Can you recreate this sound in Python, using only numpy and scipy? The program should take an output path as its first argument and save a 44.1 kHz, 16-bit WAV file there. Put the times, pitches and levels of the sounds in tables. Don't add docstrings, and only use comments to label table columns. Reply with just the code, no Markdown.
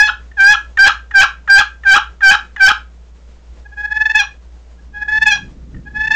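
import sys
import numpy as np
from scipy import signal
from scipy.fft import rfft, irfft
from scipy.io import wavfile
from scipy.ndimage import uniform_filter1d

SR = 44100
rng = np.random.default_rng(int(sys.argv[2]) if len(sys.argv) > 2 else 0)


def transcribe(signal):
    frames = np.atleast_2d(signal).T
    limited = np.clip(frames, -1, 1)
    pcm = np.round(limited * 32767).astype(np.int16)
    wavfile.write(sys.argv[1], SR, pcm)


def boost_factor(decibels):
    exponent = np.asarray(decibels, float) / 20
    return 10 ** exponent


N = 271215
T = np.arange(N) / SR

# (time [s], strength [dB], slip rate as the lid grips [Hz], while it holds [Hz], at the rim [Hz])
FULL_YELPS = [(0.37, -4.5, 780.8, 795, 845), (0.773, -4, 776.6, 798, 779), (1.137, -4.5, 790.7, 790, 763),
              (1.479, -3.5, 788.5, 799, 785), (1.848, -5, 787.7, 787, 763), (2.214, -4.5, 787.3, 780, 763),
              (2.593, -5, 775, 777, 758)]
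# (tone re strength [dB], then re the tone: third partial [dB],
# higher overtones [dB], lowest partial [dB])
YELP_STAGES = [
    (-23, -23.5, -27.5, -19.5),
    (-10.5, -18, -32, -24),
    (-2.5, -14.5, -34, -27),
    (-0.5, -14.5, -30.5, -24),
    (-2, -13, -17.5, -14.5),
    (-4, -9, -11, -11),
    (-13.5, -9, -7, -10.5),
]
# (time [s], wall tone [Hz], level [dB])
QUICK_YELPS = [
    [(0.0, 1697, -4), (0.014, 1661, -6), (0.034, 1723, -10.5), (0.066, 1691, -13), (0.09, 1727, -21)],
    [(4.142, 1691, -32), (4.15, 1707, -10.5), (4.156, 1696, -7), (4.184, 1778, -15), (4.202, 1618, -10.5),
     (4.225, 1659, -21.5)],
    [(5.254, 1790, -24.5), (5.268, 1683, -7), (5.286, 1712, -8), (5.3, 1732, -18), (5.324, 1611, -10.5),
     (5.35, 1697, -22), (5.36, 1612, -20)],
    [(6.1, 1817, -34), (6.11, 1736, -11.5), (6.118, 1727, -8), (6.14, 1810, -28)],
]
# (share of the length, then re the tone: third partial [dB], higher overtones [dB],
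# lowest partial [dB])
QUICK_STAGES_DB = [(0, -14.5, -23, -18), (0.199, -6, -18, -13.5), (0.699, -3.5, -5, -16.5),
                   (1, -9, -9, -10.5)]
QUICK_BITES_DB = [-2.5, 1, 3.5, -4.5]
# (time [s], peak level [dB], rise over 5 dB [ms], fall over 5 dB [ms])
STUTTER_CHIRPS = [(3.78, -30.5, 6, 10), (3.81, -21.5, 18, 10), (3.856, -15.5, 14, 6),
                  (3.926, -13.5, 11, 4.5), (3.95, -20, 9.1, 14.5), (3.974, -11, 8, 5),
                  (4.017, -8.6, 8, 9.5), (4.059, -7.5, 3.1, 11), (4.101, -12, 4, 3), (4.117, -12, 8.7, 3.5),
                  (4.973, -26, 16, 20.5), (5.01, -29.5, 8.1, 10.5), (5.028, -16, 7.4, 6.5),
                  (5.087, -15, 3.9, 21), (5.129, -12, 7.3, 10), (5.155, -14.5, 9.5, 10.5),
                  (5.182, -11, 13, 4.5), (5.226, -8.6, 7, 6), (5.238, -11.5, 9.3, 3), (5.877, -32, 10, 11),
                  (5.971, -17.5, 13, 11), (6.013, -14.5, 13, 10), (6.053, -15, 15, 6.5),
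                  (6.081, -13, 7.3, 3), (6.151, -8.6, 7, 9)]
# (time [s], peak level [dB])
FAINT_TOUCHES = [(1.123, -32), (2.582, -27), (3.664, -36), (3.70, -55), (3.726, -41), (3.738, -38.5),
                 (3.889, -42), (4.796, -51), (4.95, -40.5), (5.064, -39), (5.913, -46.5)]
# (time at the slow rate [s], time at the fast rate [s])
SLOW_STROKES = [(3.79, 4.11), (4.97, 5.22), (5.86, 6.08)]
# (multiple of the slip rate, level [dB], share of the bite it follows)
SLIP_OVERTONES = [(3, -0.5, 1.03), (4, 2, 0.92), (5, -8, .9), (6, -8.5, 0.69), (7, -19, 1.54),
                  (8, -20.5, 0.97), (9, -27.5, 0.87)]
# (frequency [Hz], level [dB per Hz])
CHALK_COLOUR = [(500, -40), (900, -19.5), (1400, -12), (2100, 3.5), (3000, -9), (4500, -7), (6500, -7.5),
                (8000, -17.5)]
# (start [s], end [s], level [dB], roughness [0-1])
SKIDS = [(0.065, 0.105, -18, 0.4), (0.511, 0.561, -22.5, .6), (0.856, 0.907, -16, .9),
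         (1.203, 1.252, -13, 1), (1.573, 1.627, -19, 0.8), (1.93, 1.991, -15.5, .9),
         (2.298, 2.358, -17, 0.8), (2.667, 2.721, -14.5, 1.1), (4.203, 4.249, -28.5, .35),
         (5.331, 5.381, -33, .25)]
# (frequency [Hz], width [Hz], level [dB])
BOX_MODES = [(843.7, 25, -17.5), (1126, 130, -5.5), (1340, 140, -2.5), (1612, 160, 1), (2635, 150, -2),
             (2860, 270, 1.5), (3838, 210, -6.5), (5240, 170, -13), (6470, 900, -14.5)]
# (time [s], peak level [dB], pitch [Hz])
LOW_BURSTS = [(0.0919, -8.5, 1390), (0.099, -7.5, 1450), (0.5501, -12, 1353), (0.5548, -7.5, 1369),
              (0.898, -6, 1320), (0.9081, -10, 1288), (1.242, -2.5, 1350), (1.2565, -13, 1120),
              (1.614, -7, 1320), (1.6222, -11.5, 1244), (1.9619, -5, 1202), (1.9668, 0, 1339),
              (1.9775, -0.5, 1340), (2.342, -9, 1450), (2.354, -7.5, 1310), (2.7032, -9, 1308),
              (2.7118, -3, 1313), (2.7173, -2.5, 1368)]
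# (time [s], peak level [dB], hollow part re the peak [dB])
LID_TAPS = [(0.316, -31.5, -12), (0.7735, -4.5, -10), (1.1117, -16.5, -3), (1.477, -16, 4.5),
            (1.8365, -19.5, -7), (2.208, -18, -1), (2.5635, -12.5, -5.5), (5.7456, -32.5, -3.5),
            (5.7662, -38.5, -6.5)]
# (frequency [Hz], width [Hz], level [dB])
LID_MODES = [(1785, 210, 7), (2886, 180, -12), (3520, 310, -12), (5895, 650, -13), (6800, 330, -20.5)]
# (frequency [Hz], width [Hz], level [dB])
HOLLOW_MODES = [(960, 900, -9.5), (1350, 220, 3.5)]
# (frequency [Hz], time to fall 60 dB [s])
ROOM_DECAY = [(500, 0.19), (1500, 0.23), (3000, 0.22), (5500, 0.2), (8000, 0.27)]
# (delay [ms], level [dB])
WALL_ECHOES = [(4.1, -26), (9.7, -25), (16.3, -22), (21.9, -21), (28.5, -21)]
# (frequency [Hz], level [dB per Hz])
HISS_COLOUR = [(56, -45), (95, -10), (172, -8), (268, -14), (451, -12.5), (759, -18), (948, -20),
               (1850, -25), (4260, -30), (8000, -32), (10400, -64), (17600, -120)]
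# (frequency [Hz], level [dB])
MAINS_HUM = [(58.5, -38), (175, -63.5)]
# (time [s], level [dB])
GRIP_RUMBLE = [(4.7, -63), (4.91, -47), (5.399, -38.5), (5.68, -40), (6.15, -37.5)]
# (time [s], level [dB])
HAND_BUMPS = [(5.446, -43.5), (5.769, -30.5), (5.988, -45)]
# (frequency [Hz], level [dB per Hz])
HAND_COLOUR = [(12, -30.5), (20, 2), (65, -0.5), (81, -9), (134, -3.5), (255, -9), (497, -25.5),
               (700, -45.5), (910, -67.5), (1540, -120)]


def evened(x):
    return x / np.sqrt(np.mean(x ** 2) + 1e-20)


def read(points, hz):
    f, value = np.transpose(points)
    return np.interp(np.log(hz + 1), np.log(f + 1), value)


def drift(ms):
    size = max(int(ms * SR / 1000), 2)
    once = uniform_filter1d(rng.standard_normal(N), size)
    return evened(uniform_filter1d(once, size))


def coloured(points):
    hz = np.fft.rfftfreq(N, 1 / SR)
    return evened(irfft(rfft(rng.standard_normal(N)) * boost_factor(read(points, hz)), N))


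def ring(x, modes):
    t = T[:1500]
    shape = sum(boost_factor(db) * np.exp(-np.pi * width * t) * np.sin(2 * np.pi * hz * t) for hz, width, db in modes)
    return signal.oaconvolve(x, shape * (1 - np.exp(-t / 0.0031)))[:N]


def squeal(share):
    level, hz, third_db, bite_db, low_db = strokes()
    steady = np.cumsum(hz * (1 + 0.0022 * drift(4))) / SR
    turns = steady + np.cumsum(hz * 0.025 * share * drift(1.5)) / SR
    effort_db = 20 * np.log10(np.clip(level, 0.01, 0.5) / 0.42)
    tone = boost_factor(0.5 * drift(2.1) + 4.0 * share * drift(2.8)) * np.cos(4 * np.pi * turns)
    lowest = np.sin(2 * np.pi * steady + 0.025 * drift(14))
    tone += boost_factor(low_db - 0.25 * effort_db + 0.53 * drift(11)) * lowest
    for k, db, follows in SLIP_OVERTONES:
        sharpness_db = third_db if k == 3 else bite_db
        over_db = db - 23.5 + follows * (sharpness_db + 23) + (2.4 + 3.0 * share) * drift(6.1)
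        over_db += 0.02 * (k - 3) * effort_db
        late = (round(k) % 2 + 2 * (k == 6)) * np.pi / 2
        tone += boost_factor(over_db) * np.cos(2 * np.pi * round(k) * turns - late + 0.46 * drift(19))
    chalk_db = -21 + 0.29 * bite_db + 0.04 * effort_db + 11.0 * share + 0.45 * drift(2.6)
    chalk = boost_factor(chalk_db) * coloured(CHALK_COLOUR)
    return level * (chalk - np.sqrt(2) * tone)


def strokes():
    dead_hz, dead_width_hz = 798, 7
    level, controls = chirps()
    for s, db, *rest in full_yelps(dead_hz) + quick_yelps():
        db = db + 1.3 * np.maximum(db + 8, 0)
        edge = np.clip(np.minimum(T - s[0] + 0.0049, s[-1] + 0.0089 - T) / 0.0079, 0, 1)
        level += edge ** 2 * boost_factor(np.interp(T, s, db))
        controls += list(zip(s, *rest))
    s, *columns = np.transpose(sorted(controls))
    hz, third_db, bite_db, low_db = (uniform_filter1d(np.interp(T, s, c), size=200) for c in columns)
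    dead = np.exp(-((hz - dead_hz) / dead_width_hz) ** 2)
    slack_hz = np.maximum(dead_hz - hz, 0)
    third_db = third_db - 17 * dead + 0.0877 * slack_hz
    bite_db = bite_db - 4 * dead + 0.3713 * slack_hz
    return level, hz, third_db, bite_db, low_db


def full_yelps(dead_hz):
    touch_hz, settle_hz = 856.4, 14
    jump_hz, top_hz, last_hz = 58.06, 848, 810
    stage_db, third_db, bite_db, low_db = np.transpose(YELP_STAGES)
    rubs = []
    for (start, db, gripped, held, rim), (skid_s, end, *_) in zip(FULL_YELPS, SKIDS[1:]):
        grip = start + 0.24 * (skid_s - start)
        s = [start, (start + grip) / 2, grip, (grip + skid_s) / 2, skid_s, skid_s + 0.017, end - 0.014]
        broken = min(rim + jump_hz, top_hz)
        hz = np.array([touch_hz, gripped + settle_hz, gripped, held, rim, broken, last_hz])
        rubs.append((s, db + stage_db, hz, third_db, bite_db, low_db + 0.012 * (hz - dead_hz)))
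    return rubs


def quick_yelps():
    share, *colour = np.transpose(QUICK_STAGES_DB)
    rubs = []
    for yelp, more_db in zip(QUICK_YELPS, QUICK_BITES_DB):
        s, hz, db = np.transpose(yelp)
        along = (s - s[0]) / (s[-1] - s[0])
        third_db, bite_db, low_db = (np.interp(along, share, c) for c in colour)
        rubs.append((s, db, hz / 2, third_db + more_db, bite_db + more_db, low_db))
    return rubs


def chirps():
    slow_hz, fast_hz, slow_bite_db, fast_bite_db = 832, 872.4, -22.5, -13
    low_db = -20
    level, controls = np.zeros(N), []
    touches = [(*row, 7, 6) for row in FAINT_TOUCHES]
    for s, db, rise_ms, fall_ms in STUTTER_CHIRPS + touches:
        slow, fast = min(SLOW_STROKES, key=lambda stroke: abs(sum(stroke) / 2 - s))
        speed = np.clip((s - slow) / (fast - slow), 0, 1)
        hz = slow_hz + (fast_hz - slow_hz) * speed
        bite_db = slow_bite_db + (fast_bite_db - slow_bite_db) * speed ** 2.7
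        near = slice(int((s - 0.07) * SR), int((s + 0.07) * SR))
        ms = (T[near] - s) * 1000
        loss_db = 5 * np.where(ms < 0, abs(ms / rise_ms) ** 1.86, abs(ms / fall_ms) ** 2.4)
        level[near] += boost_factor(min(db, -8.6) - loss_db)
        controls.append((s - rise_ms / 1000, hz * 0.99, bite_db + 2.5, bite_db - 7.0, low_db))
        controls.append((s + fall_ms / 1000, hz * 1.013, bite_db - 0.5, bite_db - 5.5, low_db))
    return level, controls


def skid():
    share, level = np.zeros(N), np.zeros(N)
    for start, end, db, rough in SKIDS:
        ramp = np.clip(np.minimum((T - start) / 0.013, (end - T) / 0.006), 0, 1)
        share += ramp * rough
        level += ramp * boost_factor(db)
    return share, level


def rasp(level):
    slips = (rng.random(N) < 2500 / SR) * rng.standard_normal(N) * boost_factor(2.5 * drift(2.5))
    return ring(slips * level, BOX_MODES) / np.sqrt(np.mean(ring(slips, BOX_MODES) ** 2))


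def low_note():
    half_ms = 2.9
    out, t = np.zeros(N), T[:1200] - T[600]
    for (s, db, hz), phase in zip(LOW_BURSTS, rng.random((len(LOW_BURSTS), 2)) * 2 * np.pi):
        turns = hz * t * (1 - 2.6 * t)
        note = np.sin(2 * np.pi * turns + phase[0])
        note += boost_factor(-12) * np.sin(2 * np.pi * 2.25 * turns + phase[1])
        out[int(s * SR) - 600:][:1200] += boost_factor(db) * np.exp(-(t * 1000 / half_ms) ** 2) * note
    return out


def taps():
    bounces = [(-1.45, -2.7), (0.65, -0.5), (4.0, -3.1)]  # (delay [ms], level [dB])
    blows = np.zeros((2, N))
    for (s, db, hollow_db), chance in zip(LID_TAPS, rng.uniform(0.41, 1, (len(LID_TAPS), 3))):
        for bounce, (ms, bounce_db) in zip(chance, bounces):
            at = int((s + (ms + 0.3 * bounce) / 1000) * SR)
            blows[:, at] += boost_factor([0, hollow_db]) * boost_factor(db + bounce_db + 5.5)
    return ring(blows[0], LID_MODES) + ring(blows[1], HOLLOW_MODES)


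def room(x, spread):
    tail = np.zeros(SR // 2)
    at = np.arange(300, len(tail) - 12, 12)
    tail[at + rng.integers(0, 12, len(at))] = rng.choice([-1., 1.], len(at))
    hz, t, z = signal.stft(tail, SR, nperseg=256)
    fading = z * boost_factor(-60 * t / read(ROOM_DECAY, hz)[:, None])
    tail = signal.istft(fading, SR, nperseg=256)[1]
    tail *= np.minimum(T[:len(tail)] / 0.035, 1) ** 2
    tail *= boost_factor(-12.5) / np.linalg.norm(tail)
    for ms, db in WALL_ECHOES:
        tail[int(ms * SR / 1000)] += boost_factor(db)
    return x + signal.fftconvolve(spread, tail)[:N]


def background():
    hum = sum(np.sqrt(2) * boost_factor(db + 2.1 * drift(30)) * np.sin(2 * np.pi * hz * T) for hz, db in MAINS_HUM)
    s, db = np.transpose(GRIP_RUMBLE)
    hand = boost_factor(np.interp(T, s, db, left=-75))
    for at, peak_db in HAND_BUMPS:
        hand += boost_factor(peak_db) * np.exp(-((T - at) / 0.028) ** 2)
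    rumble = coloured(HAND_COLOUR + [(1500, -71.5)]) * hand * boost_factor(0.7 * drift(13))
    hiss = boost_factor(-49 + 1.4 * drift(40)) * coloured([(20, 3.0), (45, -11.5)] + HISS_COLOUR[1:])
    return hum + rumble + hiss


def scene():
    share, level = skid()
    beamed = squeal(share)
    knocks = rasp(level) + low_note() + taps()
    return (room(beamed + knocks, beamed + boost_factor(2) * knocks) + background())[None]


def band_limit(x):
    return signal.sosfilt(signal.butter(12, 15940, fs=SR, output="sos"), x)


def record(dry):
    slow = signal.resample_poly(dry, 160, 441, axis=1)
    slow = np.clip(slow, -0.72, 0.72)
    edge = signal.firwin(441 * 30 + 1, 1.02 / 441, window=("kaiser", 10))
    fast = signal.resample_poly(slow, 441, 160, axis=1, window=edge)[:, :N]
    fast = np.pad(fast, ((0, 0), (0, N - fast.shape[1])))
    mix = np.clip(fast, -0.725, 0.725) + 0.0006
    return band_limit(mix)


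dry = scene()
out = record(dry)
transcribe(out)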